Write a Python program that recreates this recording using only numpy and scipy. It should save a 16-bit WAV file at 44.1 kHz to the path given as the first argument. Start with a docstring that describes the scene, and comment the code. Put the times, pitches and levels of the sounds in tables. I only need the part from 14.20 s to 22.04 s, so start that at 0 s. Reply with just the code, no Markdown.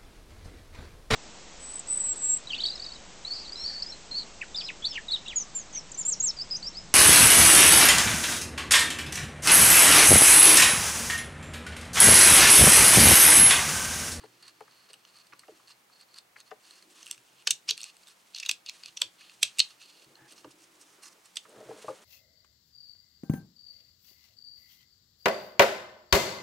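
"""First a scrape of scissor blades and a light knock on a craft table, close to a small stereo microphone
in a quiet room. Scissors nibble through doubled felt: bursts of snapping fibres ring the blade modes and
strokes rasp along the edge, while blades grind, cloth rustles, and hands and tools knock on the table.
Later the felt drags over the table top in two passes. Sources are shaped noise driving damped resonances,
over a low murmur, mains hum made of sines, a short echo and room tone."""
import sys
import numpy as np
from scipy import signal
from scipy.fft import rfft, irfft, next_fast_len
from scipy.io import wavfile
from scipy.ndimage import uniform_filter1d

SR = 44100
rng = np.random.default_rng(int(sys.argv[2]) if len(sys.argv) > 2 else 0)


def wav_out(sig):
    """Save sig, one row per channel (or a flat mono array), as 16-bit PCM at SR to the path in sys.argv[1]."""
    wavfile.write(sys.argv[1], SR, np.round(np.clip(np.atleast_2d(sig).T, -1, 1) * 32767).astype(np.int16))


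N = 345964  # samples

# resonances of the scissors: (frequency [Hz], width before broadening [Hz])
BLADE_MODES = [(1150, 280), (1800, 550), (2550, 250), (2850, 220), (3250, 300), (3700, 400), (4250, 240),
               (4580, 330), (5150, 400), (6000, 550), (6900, 500), (7800, 600), (8650, 450), (9800, 1200),
               (12000, 3000)]
# level of each scissors mode when scraped: [dB]
SCRAPED_DB = [-6, -9.5, -7, -4, -9, -9.5, -2.5, -5.5, -9, -10, -12.5, -15, -10.5, -19, -29]
# where the scissors are: (time [s], left minus right [dB])
SCISSORS_SIDE = [(0, -2), (2.6, -1.6), (3.3, -0.8), (4.8, -1.2), (5.5, -2.5), (6.1, -3), (7.84, -6)]
# scraping strokes through the cloth: (start [s], length [s], level of the middle modes [dB])
CUT_STROKES = [(0, 0.065, -64.5), (0.225, 0.07, -58), (0.509, 0.16, -68), (0.687, 0.028, -59),
               (0.87, 0.037, -67), (0.937, 0.088, -63.5), (1.474, 0.05, -58.5), (1.716, 0.076, -67),
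               (1.792, 0.042, -60.5), (1.882, 0.087, -68), (1.956, 0.037, -52), (2.167, 0.053, -63.6),
               (2.254, 0.044, -68.5), (2.429, 0.18, -65.5), (2.751, 0.2, -67), (3.057, 0.11, -79),
               (3.171, 0.047, -70), (3.48, 0.032, -41), (3.574, 0.13, -56.5), (3.859, 0.067, -67.5),
               (4.137, 0.081, -55), (4.463, 0.038, -53.5), (4.628, 0.071, -60), (4.772, 0.07, -64),
               (4.981, 0.15, -65), (5.498, 0.0282, -65), (5.596, 0.04, -59), (5.636, 0.077, -61.5),
               (5.722, 0.13, -66.5), (6.08, 0.059, -64.5), (6.159, 0.057, -69), (6.305, 0.02, -68.5),
               (6.401, 0.05, -73), (6.596, 0.043, -74.5), (6.657, 0.1, -79.5), (6.823, 0.066, -62),
               (6.898, 0.036, -71), (7.037, 0.039, -73)]
# resonances of the table top: (frequency [Hz], width before broadening [Hz], relative level [dB])
TABLE_MODES = [(138, 41, -9), (321, 79, -5), (431, 45, 1.5), (518, 38, 2.5), (616, 55, 0), (785, 134, -1),
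               (1053, 430, 1), (1286, 470, 4), (1980, 620, -6.5), (224, 18, -5)]


def undb(db):
    """Decibels to gain."""
    return 10 ** (np.asarray(db) / 20)


def level(x, db):
    """Scale to an rms level."""
    return x * undb(db) / np.sqrt(np.mean(x ** 2))


def ring(x, hz, width_hz, gain, order=1):
    """Pass a signal through damped resonances of alternating sign; order 2 keeps the valleys dark."""
    size = next_fast_len(len(x), real=True)
    f = np.fft.rfftfreq(size, 1 / SR)[1:]
    response = 0
    for k, (centre, width, g) in enumerate(zip(hz, width_hz, gain)):
        detuning = (f ** 2 - centre ** 2) / (f * width)
        response = response + (-1) ** k * g / (1 + 1j * detuning) ** order
    return irfft(rfft(x, size) * np.append(0, response), size)[:len(x)]


def colour(x, points):
    """Shape noise by (Hz, gain) points."""
    hz, gain = np.transpose(points)
    size = next_fast_len(len(x), real=True)
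    f = np.fft.rfftfreq(size, 1 / SR)
    response = np.interp(np.log(f + 1), np.log(hz), gain)
    return irfft(rfft(x, size) * response, size)[:len(x)]


def curve(table):
    """Columns of a level table, one value a sample; -150 dB outside it."""
    times, *columns = np.transpose(table)
    return [np.interp(np.arange(N) / SR, times, c, left=-150, right=-150) for c in columns]


def at(table, s):
    """Columns of a control table at one moment."""
    times, *columns = np.transpose(table)
    return np.array([np.interp(s, times, c) for c in columns])


def grit(size, scatter_db):
    """Noise whose samples differ widely in size: many faint slips, a few sharp ones."""
    boost_db = scatter_db * np.minimum(rng.exponential(size=size), 5)
    return rng.standard_normal(size) * undb(boost_db)


def walk(rate):
    """Random wander around 0, taking about rate new values a second."""
    k = int(SR / rate)
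    steps = np.repeat(rng.standard_normal(N // k + 1), k)
    return uniform_filter1d(steps, k)[:N]


def sides(pan_db):
    """Left and right level offsets in dB for a left-minus-right difference."""
    return np.array([[pan_db], [-pan_db]]) / 2


def add(out, s, sound, peak_db, pan_db):
    """Place a sound with its peak level and side."""
    i = int(s * SR)
    part = sound[:N - i] * undb(peak_db) / np.abs(sound).max()
    out[:, i:i + len(part)] += part * undb(sides(pan_db))


def push(rise_ms, size):
    """Force that swells for rise_ms and dies away."""
    u = np.arange(size) / SR / (rise_ms / 1000)
    return u * np.exp(1 - u)


def near(hz, centre_hz, boost_db, octaves):
    """Favour the modes around one pitch."""
    return boost_db * np.exp(-(np.log2(hz / centre_hz) / octaves) ** 2)


def gate(s, length_s, edge_s, part=slice(None)):
    """Smooth on and off, one value a sample."""
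    t = np.arange(N)[part] / SR
    inside_s = np.minimum(t - s, s + length_s - t)
    return np.sin(np.pi / 2 * np.clip(inside_s / edge_s + .5, 0, 1)) ** 2


def snips():
    """Snaps ring the blades; each burst favours one ring pitch, with a little random scatter of the modes."""
    # bursts that ring the blades: mostly snapping fibres, some where the scissors touch the table or clack
    # together: # (time [s], peak before the bass cut [dB], favoured ring [Hz], treble before a shared offset
    # [dB], # swell before scaling [ms], fade before scaling [ms])
    bursts = [(0.2276, -43.5, 4360, -6, 2.8, 3.0), (0.2808, -39.5, 4530, -7, 2, 11),
              (0.4077, -48, 2450, -10, 2.7, 2.9), (0.511, -49, 4300, -23, 2.2, 2.9),
              (0.733, -37.5, 8900, -9.5, 0.84, 1.9), (0.7402, -39.5, 2900, -8, 3.4, 6.7),
              (0.8505, -40.5, 3020, -20, 1.1, 3.9), (0.971, -45, 4520, -19, 2.9, 5.5),
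              (1.069, -47.5, 4350, -5, 1.5, 5.0), (1.1352, -43.5, 2560, -19, 3.6, 5),
              (1.193, -39.5, 4460, -3.5, 1.3, 8.1), (1.2818, -48, 2560, -23, 1.2, 2),
              (1.5085, -44, 4840, -9, 7.8, 14), (1.942, -41.5, 4420, -9, 1.5, 4.5),
              (1.9858, -32.5, 4420, -3, 1.4, 1.2), (2.2036, -39, 3700, -9, 1.1, 2.3),
              (2.2097, -43, 3810, -12, 1.5, 3.8), (2.3096, -41.5, 3060, -22, 2.3, 11),
              (2.509, -38, 4230, -6, 1.9, 3.7), (2.6262, -42.5, 4330, -7, 1.55, 1.6),
              (2.8304, -35.5, 5800, -10, 1.4, 0.74), (2.862, -37, 2820, 0, 0.83, 1.1),
              (2.867, -32.5, 2900, -10, 1.1, 1), (2.8778, -36.5, 2700, -1, 1.1, 1.4),
              (2.8865, -43, 2950, -6, 5.4, 3.5), (2.899, -41.5, 2860, -11, 2.2, 2.7),
              (2.9132, -19, 2710, -1, 2.3, 0.39), (2.928, -36, 8600, -8, 2.8, 1.8),
              (2.947, -46.5, 2650, -15, 2.1, 2.8), (2.98, -44.5, 2630, -9, 3.8, 2.7),
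              (3.224, -47, 2650, -3, 1.5, 1.6), (3.2728, -12, 5900, -18, 1.1, 6),
              (3.2771, -9.5, 3000, -10, 4.2, 1.7), (3.3085, -6, 6400, -6.5, 2.7, 5.9),
              (3.4913, -13, 5380, -22, 2.9, 3), (3.497, -16.5, 3000, -25, 2, 4),
              (3.5107, -12, 3900, -11, 8.1, 0.88), (3.5717, -43, 4300, -6, 1.4, 1.1),
              (3.5787, -27.5, 4230, -1, 2.2, 0.57), (3.606, -30, 3980, -3, 0.65, 1.4),
              (3.616, -29.5, 4200, 0, 2.3, 2.1), (3.633, -25.5, 5770, -5, 1.4, 1),
              (3.6417, -25.5, 2510, -0.5, 0.43, 1.3), (3.7678, -44, 4440, -4, 0.78, 1.4),
              (3.834, -44.5, 4400, -20, 1.5, 2.1), (3.8723, -41, 3650, -6, 1.3, 1.3),
              (3.882, -42.5, 3610, -5, 4.9, 12), (4.1486, -25.5, 4410, -18, 1.9, 1.6),
              (4.1658, -30, 4030, -10, 8, 2.2), (4.1788, -34, 3900, -14, 1.8, 2),
              (4.186, -27.5, 3970, -21, 3.7, 3.6), (4.2008, -23.8, 5500, -8.5, 2.9, 3.5),
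              (4.2338, -25.5, 2540, -22, 7.7, 3.9), (4.252, -33.2, 2480, -12, 1.6, 6.4),
              (4.263, -21, 3630, -17, 4.7, 4.1), (4.2887, -29, 5930, -19, 1, 1.5),
              (4.2928, -14.5, 6000, -11, 1.7, 3.6), (4.295, -8.5, 3020, -16.5, 3.1, 3.2),
              (4.3131, -14.5, 4930, -4.5, 1.3, 2.6), (4.4629, -32.5, 4470, -19, 1.6, 1.7),
              (4.49, -26.5, 4140, -25, 7.7, 2.2), (4.4963, -23, 2630, -28, 2.04, 2),
              (4.636, -33, 4520, -21, 1.2, 1.6), (4.6602, -29, 4470, -11, 2.2, 1.2),
              (4.6826, -41, 3950, -19, 2.4, 3.5), (4.7766, -26, 5730, -12.5, 9.1, 0.91),
              (4.805, -42, 5940, -10, 8, 1.6), (4.8197, -8.5, 3350, -6.5, 3.9, 1.1),
              (5.0129, -44, 2490, -20, 9.3, 13), (5.0973, -38, 2460, -22, 1.7, 1.4),
              (5.22, -35.5, 6200, -6, 2.7, 7.4), (5.2305, -6.5, 3280, -5.5, 1.95, 3.8),
              (5.2489, -33.5, 3220, -16, 4.7, 68), (5.3744, -42, 5750, -18.5, 1, 3.2),
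              (5.3858, -22, 2600, -2.5, 0.98, 5), (5.392, -17, 8000, -2, 1.5, 1.5),
              (5.3948, -7.5, 4370, -9, 2, 3.7), (5.4023, -4, 4240, -14.5, 2.4, 3.8),
              (5.5062, -44.5, 4930, -16, 1.7, 7.6), (5.6176, -42.5, 2920, -24, 3.9, 12),
              (5.828, -49, 4000, -6, 7, 3.4), (5.955, -44.5, 4070, -26, 1.3, 3.8),
              (6.125, -42, 2860, 1, 6.4, 3.7), (6.1796, -44, 5300, -17, 2.6, 10),
              (6.2477, -45.5, 2900, -21, 7.9, 6.6), (6.615, -44, 5940, -2, 5.2, 7.9),
              (6.835, -40, 2540, 0, 6.9, 11), (6.8583, -41, 6900, -20, 5.5, 11),
              (7.059, -46, 6930, -7, 5.5, 8.8), (7.1584, -32.5, 4900, 0, 1.5, 6),
              (7.1699, -18, 3480, -6, 2.37, 6.6), (7.294, -50.5, 8600, -1, 1.4, 5.8)]
    # level of each scissors mode when fibres snap: [dB]
    snapped_db = [-24.5, -18.5, -0.5, 0, -1.5, -0.5, 1, -1, -1.5, -2.5, -5, -10, -10.5, -19.5, -31.5]
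    out, (hz, width) = np.zeros((2, N)), np.transpose(BLADE_MODES)
    size, centre, pan_scatter_db = 3072, 882, 1.35  # samples, sample of the peak force
    ms = (np.arange(size) - centre) / SR * 1000
    for s, peak_db, ring_hz, treble_db, swell_ms, fade_ms in bursts + ticks():
        pan_db = at(SCISSORS_SIDE, s)[0] + pan_scatter_db * rng.standard_normal()
        # faint ticks sound like the scraped blades, louder snaps move to the snapped mix
        hard = np.clip((peak_db + 46) / 20, 0, 1)
        db = hard * np.array(snapped_db) + (1 - hard) * np.array(SCRAPED_DB)
        db = db + near(hz, ring_hz, boost_db=8, octaves=.2) + 1.5 * rng.standard_normal(len(hz))
        db = db + (hz > 7400) * (treble_db + 13)
        swell = np.exp(-(ms / (0.72 * swell_ms)) ** 2)
        fade = np.exp(-np.abs(ms) / max(0.63 * fade_ms, .3))
        force = np.where(ms < 0, swell, fade)
        # fibres strain and crackle faintly before they part
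        strain = (ms < 0) * undb(-25.5) * np.exp(-np.abs(ms) / 6)
        snaps = np.maximum(force, strain) * grit(size, scatter_db=4)
        add(out, s - .0205, ring(snaps, hz, 1.39 * width, undb(db)), peak_db, pan_db)
    # the slim blades radiate no bass
    return signal.sosfilt(signal.butter(2, 900, "high", fs=SR, output="sos"), out)


def ticks():
    """Stray fibres part at random moments of a stroke, above its level; rows as for the bursts."""
    per_s = 18  # rounded to whole ticks a stroke
    rows = []
    for s, length_s, db in CUT_STROKES:
        chance = rng.random((8, 3))
        for place, size, pitch in chance[:int(round(per_s * length_s))]:
            peak_db = db + 11 - 2 * np.log(size + 0.014)
            ring_hz = 4280 * (.65 + .5 * pitch)
            rows.append((max(s + place * length_s, .021), peak_db, ring_hz, -5, 1.74, 1.74))
    return rows


def strokes():
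    """A steady stream of fibres parts along the edge; groups of blade modes change in level over time."""
    # colour of the strokes, above the middle modes:
    # (time [s], low modes [dB], high modes [dB], handles [dB])
    stroke_colour = [(0, -4.5, -10, -1.5), (1.0, -5, -4.5, -8.5), (2.0, -9, -8, -11), (2.8, 4.5, 6, 0.5),
                     (3.15, 6, 1.5, -8.5), (3.5, 0, -3.5, -14), (3.8, 1, 6.5, 3), (4.2, 3, -12, -27),
                     (5.3, 2, -2.5, 0.5), (5.7, 0, -2, -25.5), (6.6, 3, 12.5, 1), (7.1, -13, 4, 0)]
    (hz, width), gain = np.transpose(BLADE_MODES), undb(SCRAPED_DB)
    fibres = grit(N, scatter_db=3.5) * undb(2 * walk(120))
    middle, low = (hz > 4000) & (hz < 5000), (hz > 2200) & (hz < 4000)
    high, handles = hz > 5000, hz < 2200
    modes = [level(ring(fibres, hz[g], 1.4 * width[g], gain[g], order=2), 0)
             for g in (middle, low, high, handles)]
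    out = np.zeros((2, N))
    for s, length_s, middle_db in CUT_STROKES:
        above_db, pan_db = at(stroke_colour, s), at(SCISSORS_SIDE, s)[0]
        part = slice(max(int((s - .02) * SR), 0), int((s + length_s + .02) * SR))
        rasp = sum(undb(db) * mode[part] for db, mode in zip([0, *above_db], modes))
        rasp = rasp * gate(s, length_s, edge_s=.014, part=part)
        out[:, part] += rasp * undb(middle_db + sides(pan_db))
    return out


def hands():
    """Edge grinds on edge in uneven slips; wool and felt rustle in fine crackles."""
    # hands at work: (time [s], blades grinding [dB], cloth rustle [dB])
    hand_levels = [(0.0, -67, -70), (0.8, -68, -91), (1.3, -68, -69), (1.5, -73, -71), (1.72, -97, -75),
                   (2.3, -84, -78), (2.51, -66, -62), (2.66, -78, -66.5), (2.85, -93, -60.5),
                   (3.1, -84, -70), (3.7, -67, -66.5), (3.93, -94, -68), (4.26, -57, -67), (4.4, -73, -79),
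                   (4.56, -58.5, -60), (4.8, -79, -68), (5.1, -73, -66), (5.48, -60.5, -58.5),
                   (5.63, -74, -79.5), (5.76, -74.5, -68), (6.1, -77, -69), (6.44, -86, -68),
                   (7.4, -88.5, -63.5), (7.64, -65, -55.5), (7.84, -77, -62)]
    # colour of the rustle: (frequency [Hz], relative level [dB per Hz])
    cloth_colour = [(1500, -16), (3000, -1.5), (5000, -4.5), (6500, -3.5), (9000, -5.5), (11000, -14.5),
                    (15000, -40)]
    grind_db, rustle_db = curve(hand_levels)
    hz, width = np.transpose(BLADE_MODES)
    slips, crackles = (grit(N, scatter_db=3.5) * undb(2.5 * walk(60)) for _ in range(2))
    grind = ring(slips, hz, 1.4 * width, undb(SCRAPED_DB), order=2)
    rustle = colour(crackles, [(f, undb(db)) for f, db in cloth_colour])
    return level(grind, 0) * undb(grind_db) + level(rustle, 0) * undb(rustle_db)


def knocks():
    """A short rough contact rings the table top; each knock has its own low and upper ring and brightness."""
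    # knocks and bumps of scissors and knuckles: (time [s], peak [dB], low ring [Hz], upper ring [Hz],
    # upper modes [dB], left minus right [dB])
    table_knocks = [(0.037, -39.5, 426, 796, -7.5, 7), (0.408, -37.5, 434, 810, -6, 5),
                    (0.479, -49, 643, 1470, -5, 4), (0.699, -54, 425, 710, -8, 6),
                    (1.126, -44.5, 560, 1920, 1, -5), (1.133, -40, 347, 1270, -7, 4),
                    (1.235, -45, 517, 1710, -1, 2), (1.284, -42, 447, 730, -9.5, 0.0),
                    (1.4, -54, 400, 1150, 2, 0), (1.698, -54.5, 369, 1150, 2, -0.5),
                    (2.161, -37.5, 500.4, 1840, 1, 3), (2.315, -36.5, 407, 760, -5.5, 7),
                    (3.272, -27, 490, 1800, -1, 0.5), (3.509, -51, 446, 1620, -18, -1),
                    (4.293, -29.5, 362, 1888, -2, 1), (4.816, -33, 534, 1240, -5, 1),
                    (5.228, -33, 605, 1930, -0.5, 2), (6.246, -39, 360, 886, -11, -1.0),
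                    (7.167, -46.5, 307, 1380, -8.5, -2), (7.253, -46.5, 334, 1330, -11, -5),
                    (7.313, -52, 446, 750, -18, -1.0), (7.379, -49.5, 410, 1570, -20, -2),
                    (7.409, -47, 610, 703, -7, 4), (7.425, -44.5, 460, 1030, -34, 1),
                    (7.488, -35, 422, 720, -25, -1), (7.51, -32.5, 430, 790, -8, 2.5),
                    (7.643, -35, 470, 766, -16, 1.0), (7.683, -24.5, 575, 1000, -10.5, 3),
                    (7.699, -33.5, 510, 850, -9, 3), (7.729, -44.5, 537, 915, -18, 0.5)]
    contact_ms, size = 3.36, 6144  # rise of the force, samples
    out, (hz, width, mode_db) = np.zeros((2, N)), np.transpose(TABLE_MODES)
    for s, peak_db, low_hz, upper_hz, upper_db, pan_db in table_knocks:
        db = mode_db + near(hz, low_hz, boost_db=15.5, octaves=0.29)
        db = db + near(hz, upper_hz, boost_db=15.7, octaves=0.31)
        db = db + 0.28 * rng.standard_normal(len(hz))
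        # the brightest knocks also hold back the low modes
        low_db = 1.9 * np.minimum(-upper_db - 9, 0)
        db = db + np.where(hz > 700, upper_db, low_db)
        blow = push(contact_ms, size) * grit(size, scatter_db=5)
        add(out, s - .003, ring(blow, hz, 1.41 * width, undb(db), order=2), peak_db, pan_db)
    return out


def drag():
    """Felt judders over the table top in soft lumps and shakes its modes; a hiss rides above."""
    # passes of felt and palms over the table, each a list of
    # (time [s], judder before a 0.1 dB lift [dB], hiss before a 1.9 dB lift [dB])
    passes = [
        [(5.7, -81, -79), (5.924, -72, -102), (6.112, -74.5, -71.5), (6.452, -76, -81), (6.84, -73, -68),
         (7.0, -70, -79.5)],
        [(7.2, -98, -87), (7.304, -58, -77), (7.474, -51.5, -64), (7.562, -54.5, -61), (7.742, -59, -65),
         (7.84, -64, -65)],
    ]
    hz, width, mode_db = np.transpose(TABLE_MODES[1:])  # the lowest mode stays out
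    lumps = rng.standard_normal(N) * undb(4 * walk(40))
    judder = level(ring(lumps, hz, 2.54 * width, undb(mode_db - hz / 90), order=2), .1)
    hiss = level(ring(rng.standard_normal(N), [900, 1700], [700, 1200], [1, 1]), 1.9)
    return sum(judder * undb(low_db) + hiss * undb(hiss_db) for low_db, hiss_db in map(curve, passes))


def squeak():
    """A short faint breathy rubbing squeak with its octave: noise through two narrow resonances."""
    start_s, length_s, pitch_hz = 5.965, 0.12, 847
    tone = ring(rng.standard_normal(N), [pitch_hz, 2 * pitch_hz], [40, 130], [1, .9])
    return level(tone, -62) * gate(start_s, length_s, edge_s=.03)


def murmur():
    """Low resonances murmur on and swell with every soft bump of hands and scissors on the table."""
    # murmur between the bumps: (time [s], boom [dB], rumble [dB])
    steady = [(0, -85, -67), (0.6, -83, -83), (2.2, -90, -86), (2.7, -89.5, -70), (3.2, -84, -81.5),
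              (3.6, -89.5, -78), (4.0, -92, -90), (4.4, -88, -80.5), (5.6, -87.5, -80), (6.2, -82, -68),
              (6.85, -88.5, -73), (7.1, -91, -86), (7.84, -89, -81)]
    # added swell of each bump: (time of the peak [s], boom [dB], rumble [dB])
    soft_bumps = [(0.03, -77, -81), (1.135, -78, -81), (1.33, -76, -63.5), (1.44, -85, -84),
                  (2.36, -78, -81), (2.99, -78, -78), (3.33, -69, -78), (3.54, -77, -80), (4.33, -73, -75),
                  (4.68, -72, -75), (4.85, -65, -67), (5.26, -65, -90), (5.43, -81, -91), (5.875, -69, -72),
                  (6.029, -67, -68), (6.265, -62, -60), (7.385, -66, -57), (7.47, -62.5, -60.5),
                  (7.54, -63, -57.5), (7.69, -60, -53)]
    rise_ms = 13.2
    gains = undb(curve(steady))
    swell = push(rise_ms, size=SR // 3)
    for s, *db in soft_bumps:
        i = max(int((s - rise_ms / 1000) * SR), 0)
        gains[:, i:i + len(swell)] += undb(db)[:, None] * swell[:N - i]
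    bands = (127, 21), (323.6, 107), (79, 45)  # boom, rumble, thud: (Hz, width Hz)
    boom, rumble, thud = (level(ring(rng.standard_normal(N), [f], [w], [1], order=2), 0) for f, w in bands)
    return (boom + undb(-15.5) * thud) * gains[0] + rumble * gains[1]


def mains():
    """Two slightly wavering harmonics of the mains."""
    # hum before its random wander: (time [s], second harmonic [dB], third harmonic [dB])
    harmonics = [(0, -73, -81), (.6, -90, -88), (2.35, -88.5, -93), (2.45, -100, -89), (7.84, -100, -83.5)]
    mains_hz = 59.6 * (1 + 0.0059 * walk(8.7))
    turn = 2 * np.pi * np.cumsum(mains_hz) / SR
    second_db, third_db = curve(harmonics)
    second = undb(second_db + 1.5 * walk(9)) * np.sin(2 * turn)
    third = undb(third_db + 1.5 * walk(9)) * np.sin(3 * turn)
    return np.sqrt(2) * (second + third)  # levels are rms


def echo(x):
    """Small soft room: a decaying noise response whose treble dies first."""
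    t60_s, treble_t60_s, echo_db, side_db = 0.16, 0.072, -15, -5
    t = np.arange(SR // 2) / SR
    answers = []
    for _ in range(2):
        noise = rng.standard_normal(len(t))
        low = signal.sosfilt(signal.butter(1, 7000, fs=SR, output="sos"), noise)
        tail = low * undb(-60 * t / t60_s) + (noise - low) * undb(-60 * t / treble_t60_s)
        tail = tail * (1 - np.exp(-t / 0.0036))  # soft onset
        answers.append(signal.fftconvolve(x, tail / np.sqrt(np.sum(tail ** 2)))[:N])
    # long waves reach both microphone ports alike
    spread = signal.sosfilt(signal.butter(2, [350, 9000], "band", fs=SR, output="sos"), answers[1])
    mid, side = answers[0], undb(side_db) * spread
    return undb(echo_db) * np.array([mid + side, mid - side])


def room_tone():
    """Diffuse noise of room and microphone, partly alike left and right, and a far low drone."""
    # colour of the noise: (frequency [Hz], relative level [dB per Hz])
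    tone_colour = [(15, -77), (25, -34.5), (49, -19), (87, -34.5), (114, -18), (149, -19), (166, -4),
                   (293, -6), (575, -2), (936, -1), (1790, -4.5), (2160, -4), (2840, -8), (7710, -14),
                   (16000, -18)]
    # (frequency [Hz], likeness of left and right [0-1])
    likeness = [(130, 1), (290, 0.6), (640, 0.09), (1400, 0), (3100, 0), (6800, 0.46), (15000, 1)]
    # distant traffic: (frequency [Hz], width [Hz], level [dB])
    traffic = [(54.6, 13, -97.5)]
    tone = [(f, undb(db)) for f, db in tone_colour]
    mid, side = (colour(rng.standard_normal(N), tone) for _ in range(2))
    mid = colour(mid, [(f, np.sqrt(1 + c)) for f, c in likeness])
    side = colour(side, [(f, np.sqrt(1 - c)) for f, c in likeness])
    drone = sum(level(ring(rng.standard_normal(N), [f], [w], [1]), db) for f, w, db in traffic)
    return level(np.array([mid + side, mid - side]), -64) + drone


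def scene():
    """Snips, knocks and strokes with their echo over the rest; hands lean right, the drag slightly left."""
    hits = snips() + knocks() + strokes()
    handling = hands() * undb(sides(-1.2)) + drag() * undb(sides(0.34))
    centred = murmur() + mains() + squeak()
    return hits + echo(hits.mean(axis=0)) + handling + centred + room_tone()


def record(dry):
    """Steep low-pass at 16 kHz over the whole scene."""
    return signal.sosfilt(signal.ellip(10, .2, 70, 16000, fs=SR, output="sos"), dry)


dry = scene()
out = record(dry)
wav_out(out)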